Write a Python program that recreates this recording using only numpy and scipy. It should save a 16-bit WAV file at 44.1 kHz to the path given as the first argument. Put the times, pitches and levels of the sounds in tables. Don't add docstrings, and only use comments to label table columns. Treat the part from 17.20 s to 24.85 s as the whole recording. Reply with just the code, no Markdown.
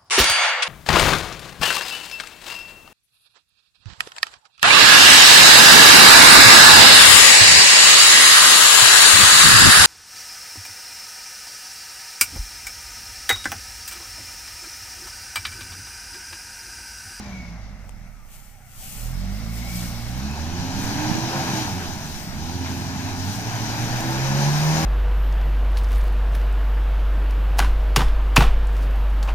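import sys
import numpy as np
from scipy import signal
from scipy.fft import rfft, irfft, next_fast_len
from scipy.io import wavfile
from scipy.ndimage import uniform_filter1d

SR = 44100
rng = np.random.default_rng(int(sys.argv[2]) if len(sys.argv) > 2 else 0)


def master_out(mix):
    frames = np.transpose(np.atleast_2d(mix))
    ceiling = np.clip(frames, -1, 1)
    pcm = np.round(ceiling * 32767).astype(np.int16)
    wavfile.write(sys.argv[1], SR, pcm)


N = 337365
HOP, SIZE = 256, 1024

# (time [s], firing rate [Hz], firing tone level [dB],
# force of the exhaust strokes [dB], block roar level [dB])
ENGINE = [(0, 67.64, -44, -73, -43.5), (.32, 56.44, -36, -49.5, -48), (.79, 41.8, -40.5, -50, -56),
          (1.05, 35.9, -47, -63, -58.5), (1.49, 30.24, -52, -57.5, -62), (1.64, 31.18, -52, -54, -54),
          (1.8, 37.5, -36, -45, -47.5), (1.98, 44.99, -29.5, -36.5, -47.5), (2.28, 55, -30.5, -38.5, -44),
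          (2.53, 59.04, -32, -38, -43), (2.85, 57.82, -33.5, -38, -42), (3.39, 88.23, -31.5, -34.5, -36),
          (3.86, 112.3, -36, -36.5, -30.5), (4.03, 117.9, -33, -37, -31.5), (4.17, 135.3, -41, -31, -29),
          (4.3, 115.9, -40, -39, -29.5), (4.56, 91.4, -32.5, -35, -34), (4.77, 79.7, -41, -41.5, -38),
          (5.11, 61.06, -43, -44, -40.5), (5.22, 76.95, -33, -36.5, -40.5), (5.33, 88.25, -34, -37, -38.5),
          (5.54, 86, -31.5, -36.5, -36), (5.82, 87.6, -36.5, -45.5, -36), (6.05, 94.8, -31.5, -38.5, -35.5),
          (6.23, 109, -33, -43.5, -33.5), (6.47, 109, -31.5, -40, -32.5), (6.9, 125.1, -27.5, -36.5, -30),
          (7.44, 152.3, -19, -30, -28.5), (7.65, 159.8, -24.5, -25.5, -26.5)]
# (time [s], fastest blade tone the clutch lets through [Hz], tone level [dB], air rush level [dB])
FAN = [(0, 210, -35, -48.5), (.15, 205, -35, -51), (.4, 190.3, -48, -55), (.64, 160.4, -51.5, -62.5),
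       (1.47, 148.5, -61, -70), (1.85, 160, -41, -49.5), (2.28, 170.8, -43.5, -47),
       (2.56, 179.7, -33.5, -40.5), (2.85, 174, -46, -44), (2.95, 186.9, -39, -43),
       (3.32, 250.2, -35.5, -40.5), (3.58, 268.3, -36, -35.5), (3.83, 303.8, -30, -35),
       (4.17, 342.6, -36, -33), (4.41, 313.4, -33.5, -33.5), (4.6, 258.1, -44.5, -39.5),
       (4.94, 196.9, -52, -40.5), (5.11, 200.1, -42.5, -44), (5.35, 264.2, -39.5, -39.5),
       (5.99, 260.2, -36.5, -38.5), (6.31, 307.6, -42, -37), (6.5, 300.7, -41.5, -35.5),
       (6.9, 328, -35.5, -35), (7.2, 350.4, -42.5, -32.5), (7.65, 396.7, -40, -31.5)]
# (frequency [Hz], gain [dB])
BODY = [(15, -32), (60, -7), (125, 0.5), (160, -10.5), (200, 0), (240, -6), (300, -15), (350, -10.5),
        (420, -31), (490, -13.5), (560, -7), (650, -20.5), (800, -3.5)]


def gain_of(db):
    return 10 ** (np.asarray(db) / 20)


def evened(x):
    return x / np.sqrt(np.mean(x ** 2) + 1e-20)


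def read(points, hz):
    f, value = np.transpose(points)
    return np.interp(np.log(hz + 1), np.log(f + 1), value)


def curves(rows):
    s, *columns = np.transpose(rows)
    return [np.interp(np.arange(N) / SR, s, c) for c in columns]


def drift(hz):
    steps = rng.standard_normal(int(hz * N / SR) + 2)
    return np.interp(np.arange(N) / SR * hz, np.arange(len(steps)), steps) * np.sqrt(1.5)


def noise(patchy_db, *spectra):
    frames, size = N // HOP + 5, next_fast_len(N)
    a, b, c, d, patches = rng.standard_normal((frames, SIZE // 2 + 1, 5)).T
    patches = uniform_filter1d(patches, size=14, axis=0)
    patches = evened(uniform_filter1d(patches, size=10, axis=1))
    z = np.array([a + 1j * b, c + 1j * d]) * gain_of(patchy_db * patches)
    patchy = signal.istft(z, nperseg=SIZE, noverlap=SIZE - HOP)[1][:, :N]
    spectrum = rfft(patchy, size)
    hz = np.fft.rfftfreq(size, 1 / SR)
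    return [evened(irfft(spectrum * gain_of(read(s, hz)), size)[:, :N]) for s in spectra]


def tone(turns, db, waver_db):
    return -np.sqrt(2) * gain_of(db + waver_db * drift(14)) * np.cos(2 * np.pi * turns)


def firing_turns():
    hz = curves(ENGINE)[0]
    turns = np.cumsum(hz * (1 + 0.0029 * drift(30))) / SR
    scatter = .02
    return turns, turns + scatter * drift(45)


def exhaust(turns, scattered):
    # (multiple of the firing rate, relative level [dB])
    orders = [(.25, -25), (.75, -43), (1.249, -11), (1.749, -35), (2, 3), (3, -3), (4, 0.5), (5, -4.5),
              (6, -10), (7, -8), (8, -16.5)]
    # (multiple of the firing rate, relative level [dB])
    halves = [(.5, -10.5), (1.5, -10.5), (2.5, -11), (3.5, -12.5), (4.5, -10)]
    # (time [s], relative level [dB])
    uneven = [(0, -2), (1, -10), (2, -9), (2.6, -3), (4.2, -10), (5, 0), (6.5, 8), (7.65, 5.5)]
    hz, first_db, force_db, _ = curves(ENGINE)
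    uneven_db, = curves(uneven)
    out = tone(turns, first_db, 1.5)
    for k, db in orders:
        out += tone(k * scattered, force_db + db + read(BODY, k * hz), 2.03)
    for k, db in halves:
        out += tone(k * scattered, force_db + uneven_db + db + read(BODY, k * hz), 0.78)
    return out


def whines(scattered):
    # (multiple of the firing rate, panel resonance [Hz], offset that halves the amplitude [Hz], peak level [dB])
    panels = [(24.6, 790, 90, -62), (33.3, 1300, 80, -60), (47, 1450, 60, -68), (41, 2050, 120, -63)]
    hz, out = curves(ENGINE)[0], np.zeros(N)
    for k, panel_hz, width, db in panels:
        resonance = 1 / (1 + ((k * hz - panel_hz) / width) ** 2)
        out += tone(k * scattered + 0.1 * drift(70), db, 2.4) * resonance
    return out


def fan():
    # (multiple of shaft speed, relative level [dB])
    shaft_orders = [(1, -31), (2, -3.5), (3, -8), (4, -10.5), (6, -16), (7, -9.5), (8, -10), (9, -21)]
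    blades, pulley = 5, 3.06
    blade_hz, blade_db, _ = curves(FAN)
    blade_hz = np.minimum(blade_hz, pulley * curves(ENGINE)[0])
    shaft = np.cumsum(blade_hz * (1 + 0.003 * drift(25))) / SR / blades
    out = tone(blades * shaft, blade_db, 2.1)
    load_db = 38 * np.log10(blade_hz / 300) - 33
    for k, db in shaft_orders:
        out += tone(k * shaft, load_db + db + read(BODY, k * blade_hz / blades), 1.1)
    return out


def engine_bay():
    # (frequency [Hz], relative density [dB per Hz])
    flow_fast, flow_slow = [(25, -19), (60, -2.5), (100, 1), (150, 4.5), (200, 1), (250, 1), (340, -7.5),
                            (420, -17), (600, -37)], [(25, 0), (60, 0), (120, -1), (200, 4), (250, -5.5), (320, -12),
                                            (600, -36.5)]
    block_fast, block_slow = [(240, -33), (400, -4), (433, -6), (497, -19.5), (543, -18.5), (581, -6),
                              (789, 2), (970, 0), (1150, -8.5), (1630, -3.5), (1930, -10), (2540, -8),
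                              (2830, -13), (4200, -23), (5460, -72), (9240, -120)], [(240, -31), (400, -6), (482, -5), (559, 1.5), (781, 2),
                                            (970, -3.5), (1380, -2), (1730, -4), (2220, -1), (2420, -7.5),
                                            (2860, -7), (3010, -38), (3250, -22), (4200, -43), (5460, -48),
                                            (9240, -120)]
    air_fast, air_slow = [(1760, -48), (3000, -2.5), (3440, -5), (3920, 0.5), (4400, 0.5), (5980, -1),
                          (6400, -3.5), (8300, -18.5), (10300, -14.5), (11300, -22), (13300, -12),
                          (15300, -32)], [(2200, -38), (3000, -5), (4000, -2.5), (5200, 0), (5700, -2),
                                        (6200, -6.5), (7400, -17), (15000, -40)]
    low_hz, high_hz = 55., 75

    hz, _, _, roar_db = curves(ENGINE)
    rush_db = curves(FAN)[-1]
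    rumble_db = np.minimum(roar_db + 2.5, -33.)
    puff = np.exp(-(np.cumsum(hz) / SR % 1) / 0.69)
    revved = np.clip((hz - low_hz) / (high_hz - low_hz), 0, 1)

    def blend(patchy_db, fast_colour, slow_colour):
        fast, slow = noise(patchy_db, fast_colour, slow_colour)
        return revved * fast + (1 - revved) * slow

    flow = blend(0.97, flow_fast, flow_slow)
    block = blend(0.98, block_fast, block_slow)
    air = blend(0.96, air_fast, air_slow)
    out = gain_of(rumble_db + 1.26 * drift(9)) * flow * evened(1.17 + puff)
    out += gain_of(roar_db + 0.5 * drift(16)) * block * evened(5.7 + puff)
    return out + gain_of(rush_db + 0.66 * drift(18)) * air * evened(4.7 + puff)


def treads():
    # (time [s], level [dB])
    rolling = [(0, -72), (.4, -76), (.8, -61), (1.45, -66), (2, -51), (2.9, -46), (3.41, -58), (3.8, -48),
               (5.2, -55), (6.4, -49.5), (7.65, -40.5)]
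    # (start of hold [s], hold [s], level [dB])
    spins = [(0.682, .01, -64), (1.14, .13, -49.5), (1.59, .26, -40), (2.36, 0.047, -44),
             (2.501, 0.18, -40), (3.62, .02, -43), (4.2, 0.33, -46.5), (4.86, 0.18, -47.5),
             (5.153, .01, -51), (5.5, 0.094, -47), (6.06, .1, -43.5), (6.579, .06, -46), (6.799, .05, -46)]
    rise, fall = 120, 91
    t, power = np.arange(N) / SR, gain_of(curves(rolling)[0]) ** 2
    for s, hold, db in spins:
        below_db = np.maximum(rise * (s - t), fall * (t - s - hold))
        power = power + gain_of(db - np.maximum(below_db, 0)) ** 2
    return np.sqrt(power)


def tyres():
    # (frequency [Hz], relative density [dB per Hz])
    hiss = [(1470, -24), (2500, -3), (3000, -1.5), (3800, -7.5), (4320, -4), (5420, -5), (7070, -3.5),
            (7930, 0), (9510, -1.5), (11100, -3.5), (12900, 0), (13700, 0), (15300, -1)]
    sizes = gain_of(7.7 * np.minimum(rng.exponential(1, (2, N)), 4))
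    clicks = sizes * (rng.random((2, N)) < 1500 / SR)
    taps = irfft(gain_of(read(hiss, np.fft.rfftfreq(128, 1 / SR))))
    crackle = evened(signal.oaconvolve(clicks, np.roll(taps, 64)[None], "same"))
    return treads() * gain_of(1.4 * drift(14)) * (noise(0.78, hiss)[0] + 0.37 * crackle)


def field():
    # (frequency [Hz], relative density [dB per Hz])
    colour = [(120, -28), (200, 6.5), (429, -17), (563, -13), (753, -14), (887, -18), (1350, 7), (1590, -1),
              (2200, 6.5), (3930, -36), (5650, -3), (13300, -39), (15300, -61)]
    return gain_of(-59.5) * noise(1.9, colour)[0]


def wind():
    # (time [s], level [dB])
    breeze = [(0, -48), (.8, -44), (1.4, -55), (1.9, -38), (2.3, -47), (3.6, -38.5), (4.3, -50), (5, -38),
              (5.6, -47), (6.6, -37), (7.65, -44)]
    # (time [s], approximate peak [dB], length [s])
    gusts = [(3.58, -21, .012), (3.645, -22, .006), (3.83, -22, .005), (3.899, -18, .005),
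             (3.916, -8.5, .0045), (3.94, -18, .006), (3.957, -13, .003), (3.972, -19, .005),
             (3.985, -14, .004), (4.035, -20, .006)]
    band = signal.butter(2, [6, 28], "band", fs=SR, output="sos")
    low = signal.sosfilt(band, rng.standard_normal((2, N)))
    lumps_db = 3 * drift(5.)
    lean_db = np.array([[-5.], [4.]])
    out = evened(low) * gain_of(curves(breeze)[0] + lumps_db + lean_db)
    for s, db, length in gusts:
        u = np.arange(-3 * length, 5 * length, 1 / SR) / length
        eddy = uniform_filter1d(rng.standard_normal(2000), size=30)
        eddy = uniform_filter1d(eddy, size=30)[:len(u)]
        push = -np.cos(np.pi * u * 1.5) + 0.2 * evened(np.resize(eddy, len(u)))
        thump = gain_of(db) * push * np.exp(-u ** 2 / 1.1)
        out[1, round((s - 3 * length) * SR):][:len(u)] += thump
    return out


def belt():
    # (time [s], level [dB], pitch [Hz])
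    squeals = [
        [(0, -59, 2295), (.14, -46.5, 2290), (.24, -48.5, 2198), (.34, -58, 2150), (.55, -58, 2070)],
        [(1.9, -57, 2170), (2.2, -62, 2160), (2.37, -50, 2150), (2.5, -42.5, 2220), (2.59, -46.5, 2230),
         (2.72, -60, 2194), (3, -59, 2195)],
        [(3.04, -50, 2550), (3.18, -47, 2650)],
    ]
    out, t = np.zeros(N), np.arange(N) / SR
    for rows in squeals:
        db, hz = curves(rows)
        start, end = rows[0][0], rows[-1][0]
        gate = np.clip(np.minimum(t - start + 0.049, end - t) / 0.063, 0, 1)
        fuzz = drift(240) + 1j * drift(240) + .8
        turns = np.cumsum(hz + 15 * drift(12)) / SR
        out += gate * gain_of(db) * (fuzz * np.exp(2j * np.pi * turns)).real
    return out


def snaps():
    # (time [s], strength before colouring [dB], left over right [dB])
    breaks = [(0.0448, -30, 8), (0.6929, -18, 18), (0.9634, -34, 2.5), (2.0514, -20, -4), (3.112, -14, 5.5),
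              (5.1428, -22, 4), (6.8055, -4, 4.5), (7.0716, -9, 8)]
    # (frequency [Hz], gain [dB])
    colour = [(300, -8), (900, 7), (1800, -12), (2800, -6), (4500, -14), (7000, -1), (10000, -11.5),
              (14000, -15)]
    out, t = np.zeros((2, N)), np.arange(500) / SR
    for s, db, pan_db in breaks:
        rattle = .2 * rng.standard_normal((2, 500)) * np.exp(-t / .0011)
        burst = (t == 0) + rattle
        sides_db = db + np.array([[.5], [-.5]]) * pan_db
        out[:, round(s * SR) + 20:][:, :500] += burst * gain_of(sides_db)
    taps = np.roll(irfft(gain_of(read(colour, np.fft.rfftfreq(256, 1 / SR)))), 128)
    return signal.oaconvolve(out, taps[None], "same")


def splash():
    # (time of the peak [s], level [dB], centre [Hz], decay [s])
    s, db, hz, decay = (5.46, -38, 2100, .05)
    t = np.arange(N) / SR - s
    drops = rng.standard_normal((2, N)) * (rng.random((2, N)) < .03)
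    band = signal.butter(2, [hz / 1.72, hz * 1.4], "band", fs=SR, output="sos")
    swell = np.exp(-abs(t) / np.where(t < 0, decay / 3, decay))
    return gain_of(db) * evened(signal.sosfilt(band, drops)) * swell


def pair(x, other):
    # (frequency [Hz], left-right likeness, held within 0 to 1)
    likeness = [(30, 0.8), (100, 1.12), (500, 1.12), (1000, 1.02), (2000, 0.33), (4000, .5), (6000, 0),
                (8000, 0)]
    # (frequency [Hz], phase by which the left leads, before the aim factor [rad])
    left_lead = [(50, 0.66), (300, 0.65), (780, 0.75), (1210, 1.73), (1980, 1.48), (2580, 1.3),
                 (3790, 1.78), (4050, 2.84), (5940, 4.8)]
    # (frequency [Hz], left over right [dB])
    balance = [(60, -6.5), (92, -5.5), (140, -4), (210, -0.5), (330, -6.5), (500, 3.5), (760, -2.5),
               (1170, -0.5), (1790, 5), (2730, -4.5), (4170, -2.5), (6370, 13.5), (9740, 6), (14900, 2.5)]
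    # (time [s], left over right [dB], factor on the phase lead)
    aim = [(0, 1.5, 0.5), (1, -.5, 0.45), (1.998, 0, 0.64), (4, .5, 0.89), (7.65, 1.5, 1.01)]
    hz, t, (left, far) = signal.stft(np.array([x, other]), SR, nperseg=SIZE)
    s, pan_db, factor = np.transpose(aim)
    same = np.clip(read(likeness, hz), 0, 1)[:, None]
    tilt = gain_of((read(balance, hz)[:, None] + np.interp(t, s, pan_db)) / 2)
    lead = read(left_lead, hz)[:, None] * np.interp(t, s, factor)
    right = same * left * np.exp(-1j * lead) + np.sqrt(1 - same ** 2) * far
    return signal.istft(np.array([left * tilt, right / tilt]), SR, nperseg=SIZE)[1][:, :N]


def scene():
    turns, scattered = firing_turns()
    steady = exhaust(turns, scattered) + whines(scattered) + fan() + belt()
    wide = engine_bay() + tyres() + field() + splash()
    late = np.roll(steady, 300)
    return pair(steady + wide[0], late + wide[1]) + wind() + snaps()


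def record(dry):
    lowpass = signal.firwin(1023, 15430, window=("kaiser", 9), fs=SR)
    return signal.oaconvolve(dry, lowpass[None], "same")


dry = scene()
out = record(dry)
master_out(out)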